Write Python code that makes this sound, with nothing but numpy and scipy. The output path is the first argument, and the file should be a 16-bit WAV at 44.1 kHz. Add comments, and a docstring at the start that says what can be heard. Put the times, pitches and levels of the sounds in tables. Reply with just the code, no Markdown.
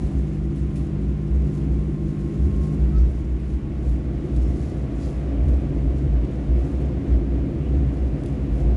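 """Passenger coach at speed, inside, running past trees and out along a river.
The wheels shake the body; its lowest air mode booms in surges under a steady rumble and rolling roar.
The drive hums on multiples of its shaft speed and eases after 3 s; a thin whine climbs.
Soft rustles and scuffs, a few ticks and short squeaks sound in the cabin."""
import sys
import numpy as np
from scipy import signal
from scipy.fft import rfft, irfft, next_fast_len
from scipy.io import wavfile
from scipy.ndimage import uniform_filter1d

SR = 44100
rng = np.random.default_rng(int(sys.argv[2]) if len(sys.argv) > 2 else 0)


def unload_audio(sound):
    """Save the sound as a 16-bit wav file, at the path given as the first command line argument."""
    columns = np.transpose(np.atleast_2d(sound))
    # keep every value between -1 and 1, then stretch to whole-number steps
    steps = np.round(np.clip(columns, -1, 1) * 32767)
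    wavfile.write(sys.argv[1], SR, steps.astype(np.int16))


N = 386316
TIME_S = np.arange(N) / SR

# noise spectra: freq_hz, gain_db
RUSTLE_SPECTRUM = [(2000, -18), (3800, 0), (5400, 0), (7000, 1.5), (8500, -3.5), (10200, -3), (12000, -14)]
CONTACT_SPECTRUM = [(800, -4), (1600, -7), (2500, 6), (5000, -0.5), (8000, -1.5), (10500, 0.5),
                    (12000, -12)]
AIR_SPECTRUM = [(500, -2), (900, 4), (1130, 5), (1300, 2.5), (1550, 1.5), (2000, 1), (2300, 0),
                (2750, -2.5), (3300, -6.5), (4200, -11.5), (6000, -16), (11000, -27)]
ROAR_SPECTRUM = [(250, -13), (400, -2.5), (455, -4.5), (492, 3), (530, -1.5), (620, -3), (710, -4.5),
                 (860, -17.5), (1000, -21), (1500, -30.5), (3000, -58.5)]
RUMBLE_SPECTRUM = [(24, -23.5), (40, 1), (80, 4), (98, -2), (120, 1), (142, -2), (165, -8.5), (245, -5.5),
                   (305, -4), (355, -4), (390, -10.5), (450, -17.5), (700, -43)]

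# cabin rustles: centre_s, level_db, half_length_s
RUSTLES = [(0.03, -61, 0.12), (1.547, -63, 0.11), (2.25, -64, 0.34), (2.665, -62, 0.11),
           (3.01, -65.5, 0.09), (3.532, -66, .05), (3.893, -60.5, 0.081), (4.418, -62.5, 0.11),
           (4.652, -59.5, .12), (5.046, -60.5, 0.098), (5.5, -65, .06), (8.593, -65, 0.085)]
# ticks of fittings, brushing scuffs: start_s, level_db, t60_s
TICKS = [(4.362, -50, 0.056), (5.4825, -56, 0.1), (6.248, -53, .03), (8.2358, -49, .014),
         (8.2602, -45, 0.025), (8.3266, -55, 0.014)]
SCUFFS = [(.557, -57.5, 0.41), (.757, -51.5, 0.26)]
# rubbing squeaks: centre_s, pitch_hz, width_hz, level_db, half_length_s
SQUEAKS = [(2.971, 1297, 23.53, -46, 0.038), (2.985, 4800, 2600, -60, 0.03), (3.03, 5800, 410, -68, .06),
           (4.461, 5360, 450, -68, .1), (4.67, 4394, 2400, -64, 0.11), (5.04, 4400, 2400, -60, .04),
           (7.652, 2696, 900, -58.5, 0.07)]
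# upper partial of the climbing whine: time_s, level_db
WHINE_LEVEL = [(0, -62), (.7, -62), (2.1, -57.5), (2.6, -52), (3.1, -67), (4.4, -66), (5.3, -63),
               (5.8, -73.5), (8.76, -75.5)]
# faint steady whines: pitch_hz, level_db
STEADY_WHINES = [(1427, -71.5), (1965, -72.5), (2175, -72.5)]
# rolling roar, louder by the river: time_s, level_db
ROAR_LEVEL = [(.1, -46.5), (.5, -52), (.8, -48.5), (1.2, -49.5), (1.65, -46), (1.95, -50.5), (2.9, -46),
              (3.3, -49.5), (3.6, -50), (3.85, -47), (4.3, -45), (5.1, -43), (5.5, -41.5), (5.8, -44),
              (6.85, -42), (7.35, -43.5), (8.55, -42), (8.76, -38)]
# drive state: time_s, shaft_hz, load_fraction
DRIVE_STATE = [(0, 16.6, 0.87), (1.4, 16.73, 0.93), (2.9, 17, 0.94), (3.15, 17.2, 0.05), (8.76, 17.1, 0.27)]
# drive hum: shaft_multiple, loaded_db, eased_db
HUM_PARTIALS = [(6, -40.5, -55.5), (7, -44, -40.5), (8, -55, -36.5), (9, -28, -40), (10, -48, -49),
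                (11, -45.5, -42.5), (12, -32, -40.5), (13, -46.5, -44), (16, -46.5, -57),
                (18, -58.5, -42.5), (19, -45.5, -44), (20, -40, -48), (21, -57, -57), (22, -47, -56),
                (24, -53, -52)]
# body rumble: time_s, level_db
RUMBLE_LEVEL = [(0, -33.5), (1, -34), (2.7, -30.5), (3.2, -35), (3.8, -35.5), (4.3, -30.5), (4.7, -33),
                (5.2, -34.5), (5.6, -31), (6.1, -30.5), (6.4, -33), (7, -30.5), (7.6, -29), (8.1, -31.5),
                (8.76, -31.5)]
# floor panel modes: pitch_hz, width_hz, relative_db
PANEL_MODES = [(139.94, 14, -3), (275.1, 17.4, -6)]
# track jolts: start_s, length_s, level_db
JOLTS = [(0.009, 0.043, -18.5), (0.155, 0.079, -20), (1.071, 0.046, -23), (1.31, 0.122, -19),
         (1.702, 0.042, -22), (1.786, 0.03, -23), (2.386, 0.091, -20), (2.529, 0.033, -20.5),
         (2.58, 0.027, -22), (2.8, 0.07, -17.5), (2.948, 0.15, -15), (3.302, 0.05, -23.5),
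         (3.53, 0.029, -22.5), (3.86, 0.095, -19), (4.334, 0.2, -20), (5.163, 0.023, -25),
         (5.382, 0.2, -16), (5.758, 0.029, -23), (5.845, 0.061, -20), (6.031, 0.21, -19.5),
         (6.488, 0.11, -17.5), (6.748, 0.042, -24.5), (6.815, 0.052, -23), (6.92, 0.021, -26),
         (7.109, 0.084, -16), (7.286, 0.16, -23.5), (7.683, 0.18, -21), (7.885, 0.056, -26),
         (8, 0.056, -22.5), (8.496, 0.066, -19), (8.622, 0.15, -18)]


def undb(db):
    """Decibels to gain."""
    return 10 ** (np.asarray(db) / 20)


def curves(table):
    """Each column after time_s, interpolated per sample."""
    time_s, *columns = np.transpose(table)
    return [np.interp(TIME_S, time_s, column) for column in columns]


def unit_rms(x):
    """Scale to rms 1."""
    return x / np.sqrt(np.mean(x ** 2))


def noise():
    """White noise."""
    return rng.standard_normal(N)


def wander(rate_hz):
    """Random steps, smoothed twice; spread near 1."""
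    hold = int(SR / rate_hz)
    steps = np.repeat(rng.standard_normal(2048), hold)[:N]
    return 1.3 * uniform_filter1d(uniform_filter1d(steps, hold), hold)


def swell(centre_s, level_db, half_length_s):
    """Gaussian envelope."""
    return undb(level_db) * np.exp(-((TIME_S - centre_s) / half_length_s) ** 2)


def colour(x, spectrum):
    """Filter by a spectrum, 12 dB/octave down past its ends; rms 1."""
    freq_hz, gain_db = np.transpose(spectrum)
    size = next_fast_len(N)
    bin_hz = np.arange(size // 2 + 1) * SR / size + 1
    gain = undb(np.interp(np.log(bin_hz), np.log(freq_hz), gain_db))
    skirts = np.minimum(bin_hz / freq_hz[0], 1) ** 2 * np.minimum(freq_hz[-1] / bin_hz, 1) ** 2
    return unit_rms(irfft(rfft(x, size) * gain * skirts, size)[:N])


def resonance(pitch_hz, width_hz, evenness):
    """Noise-driven mode, rms 1; evenness 0 beats fully, 1 is nearly level."""
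    pole = np.exp((2j * np.pi * pitch_hz - np.pi * width_hz) / SR)
    mode = signal.lfilter([1], [1, -pole], signal.lfilter([1], [1, -pole], noise()))
    envelope = np.abs(mode) / np.mean(np.abs(mode))
    return unit_rms(mode.real / (envelope + 0.1) ** evenness)


def rustle(stir_db=-66.5, fade_db_per_s=0.42):
    """Cloth and trim slip in fine, uneven grains: soft swells over a fading stir."""
    stir = undb(stir_db - fade_db_per_s * TIME_S + 2.4 * wander(rate_hz=9.1))
    swells = sum(swell(*row) for row in RUSTLES)
    grains = noise() * undb(9 * np.repeat(rng.random(N // 32 + 1) ** 4, 32)[:N])
    return colour(grains, RUSTLE_SPECTRUM) * np.hypot(stir, swells) * undb(1.3 * wander(rate_hz=41))


def contacts(events):
    """Bright contact noise: instant onset, exponential decay."""
    envelope = 0
    for start_s, level_db, t60_s in events:
        age_s = np.maximum(TIME_S - start_s, 0)
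        envelope += undb(level_db - 60 * age_s / t60_s) * (TIME_S >= start_s)
    return colour(noise(), CONTACT_SPECTRUM) * envelope


def squeaks():
    """Fittings rub as the body flexes; a clean slip sings, a rough one scrapes."""
    out = 0
    for centre_s, pitch_hz, width_hz, level_db, half_length_s in SQUEAKS:
        ratio = 1 + width_hz / pitch_hz
        band = [(pitch_hz / ratio ** 2, -30), (pitch_hz / ratio ** 0.5, 0),
                (pitch_hz * ratio ** 0.5, 0), (pitch_hz * ratio ** 2, -30), (8 * pitch_hz, -90)]
        slip = colour(resonance(pitch_hz, 2 * width_hz, evenness=0.51), band)
        out += slip * swell(centre_s, level_db, half_length_s)
    return out


def gear_whine(start_hz=1018, rise_hz_per_s=23, lower_db=-59.5, lower_fade_db_per_s=0.8):
    """Running gear: two partials at 3:4 climb among fainter steady whines."""
    upper_db, = curves(WHINE_LEVEL)
    pitch_hz = start_hz + rise_hz_per_s * TIME_S + 7 * wander(rate_hz=60)
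    phase = 2 * np.pi * np.cumsum(pitch_hz) / SR
    upper = np.sin(phase) * undb(upper_db + 3 * wander(rate_hz=25) + 2 * wander(rate_hz=7))
    steady = sum(resonance(hz, width_hz=12, evenness=0.5) * undb(db) for hz, db in STEADY_WHINES)
    lower_gain = undb(lower_db - lower_fade_db_per_s * TIME_S + 2 * wander(rate_hz=7.9))
    return upper + np.sin(phase * 3 / 4) * lower_gain + steady


def air_rush(roar_rise_db, base_db=-53):
    """Air rushes along the windows; its level partly follows the roar."""
    level_db = base_db + 0.36 * roar_rise_db
    return colour(noise(), AIR_SPECTRUM) * undb(level_db + 0.4 * wander(rate_hz=14))


def rolling_roar(level_db, trim_db=1.05):
    """Rough rails roar through the walls."""
    return colour(noise(), ROAR_SPECTRUM) * undb(level_db + trim_db + 0.47 * wander(rate_hz=16))


def drive_hum():
    """Shaft harmonics, each wavering as the body carries it; load sets their balance."""
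    shaft_hz, load = curves(DRIVE_STATE)
    turns = np.cumsum(shaft_hz * (1 + 0.00092 * wander(rate_hz=5.08))) / SR
    out = 0
    for multiple, loaded_db, eased_db in HUM_PARTIALS:
        rms_db = eased_db + load * (loaded_db - eased_db) + 1.1 * wander(rate_hz=8.4)
        phase = 2 * np.pi * (multiple * turns + rng.random()) + 0.14 * wander(rate_hz=8.2)
        out += undb(rms_db) * np.sin(phase)
    return np.sqrt(2) * out


def body_rumble(roar_rise_db, noise_trim_db=2.5):
    """Rough rails shake body and floor panels; the panels ring louder with the roar."""
    level_db, = curves(RUMBLE_LEVEL)
    panels = sum(resonance(hz, width_hz, evenness=0.082) * undb(db) for hz, width_hz, db in PANEL_MODES)
    body = colour(noise(), RUMBLE_SPECTRUM) * undb(noise_trim_db)
    return (body + panels * undb(0.59 * roar_rise_db)) * undb(level_db)


def cabin_boom(sway_db=-24, jolt_trim_db=2.5, lead_s=0.02, tail_s=0.031):
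    """Uneven track rocks the body; the lowest air mode beats in and out and swells at each jolt."""
    envelope = undb(sway_db) * np.tanh(1.16 * np.abs(wander(rate_hz=15)))
    for start_s, length_s, level_db in JOLTS:
        progress = np.clip((TIME_S - start_s + lead_s) / (lead_s + length_s + tail_s), 0, 1)
        arch = np.sin(np.pi * progress ** 0.7)  # fast rise, slower fall
        envelope += arch * (undb(level_db + jolt_trim_db) - envelope)
    mode = resonance(pitch_hz=62.63, width_hz=8.8, evenness=0.93)
    # the mode cannot start or stop at once
    inertia = signal.butter(1, [42, 90], "band", fs=SR, output="sos")
    return signal.sosfilt(inertia, mode * envelope)


def scene(usual_roar_db=-46):
    """Mono mix at a window seat."""
    roar_db, = curves(ROAR_LEVEL)
    roar_rise_db = roar_db - usual_roar_db
    ride = cabin_boom() + body_rumble(roar_rise_db) + rolling_roar(roar_db) + air_rush(roar_rise_db)
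    machinery = drive_hum() + gear_whine()
    cabin = rustle() + contacts(TICKS) + contacts(SCUFFS) + squeaks()
    return (ride + machinery + cabin)[None]


def record(dry):
    """Microphone: deepest bass and top cut."""
    low_hz, top_hz = 28, 11200
    highpass = signal.butter(2, low_hz, "high", fs=SR, output="sos")
    lowpass = signal.ellip(8, 0.2, 70, top_hz, fs=SR, output="sos")
    return signal.sosfilt(lowpass, signal.sosfilt(highpass, dry))


dry = scene()
out = record(dry)
unload_audio(out)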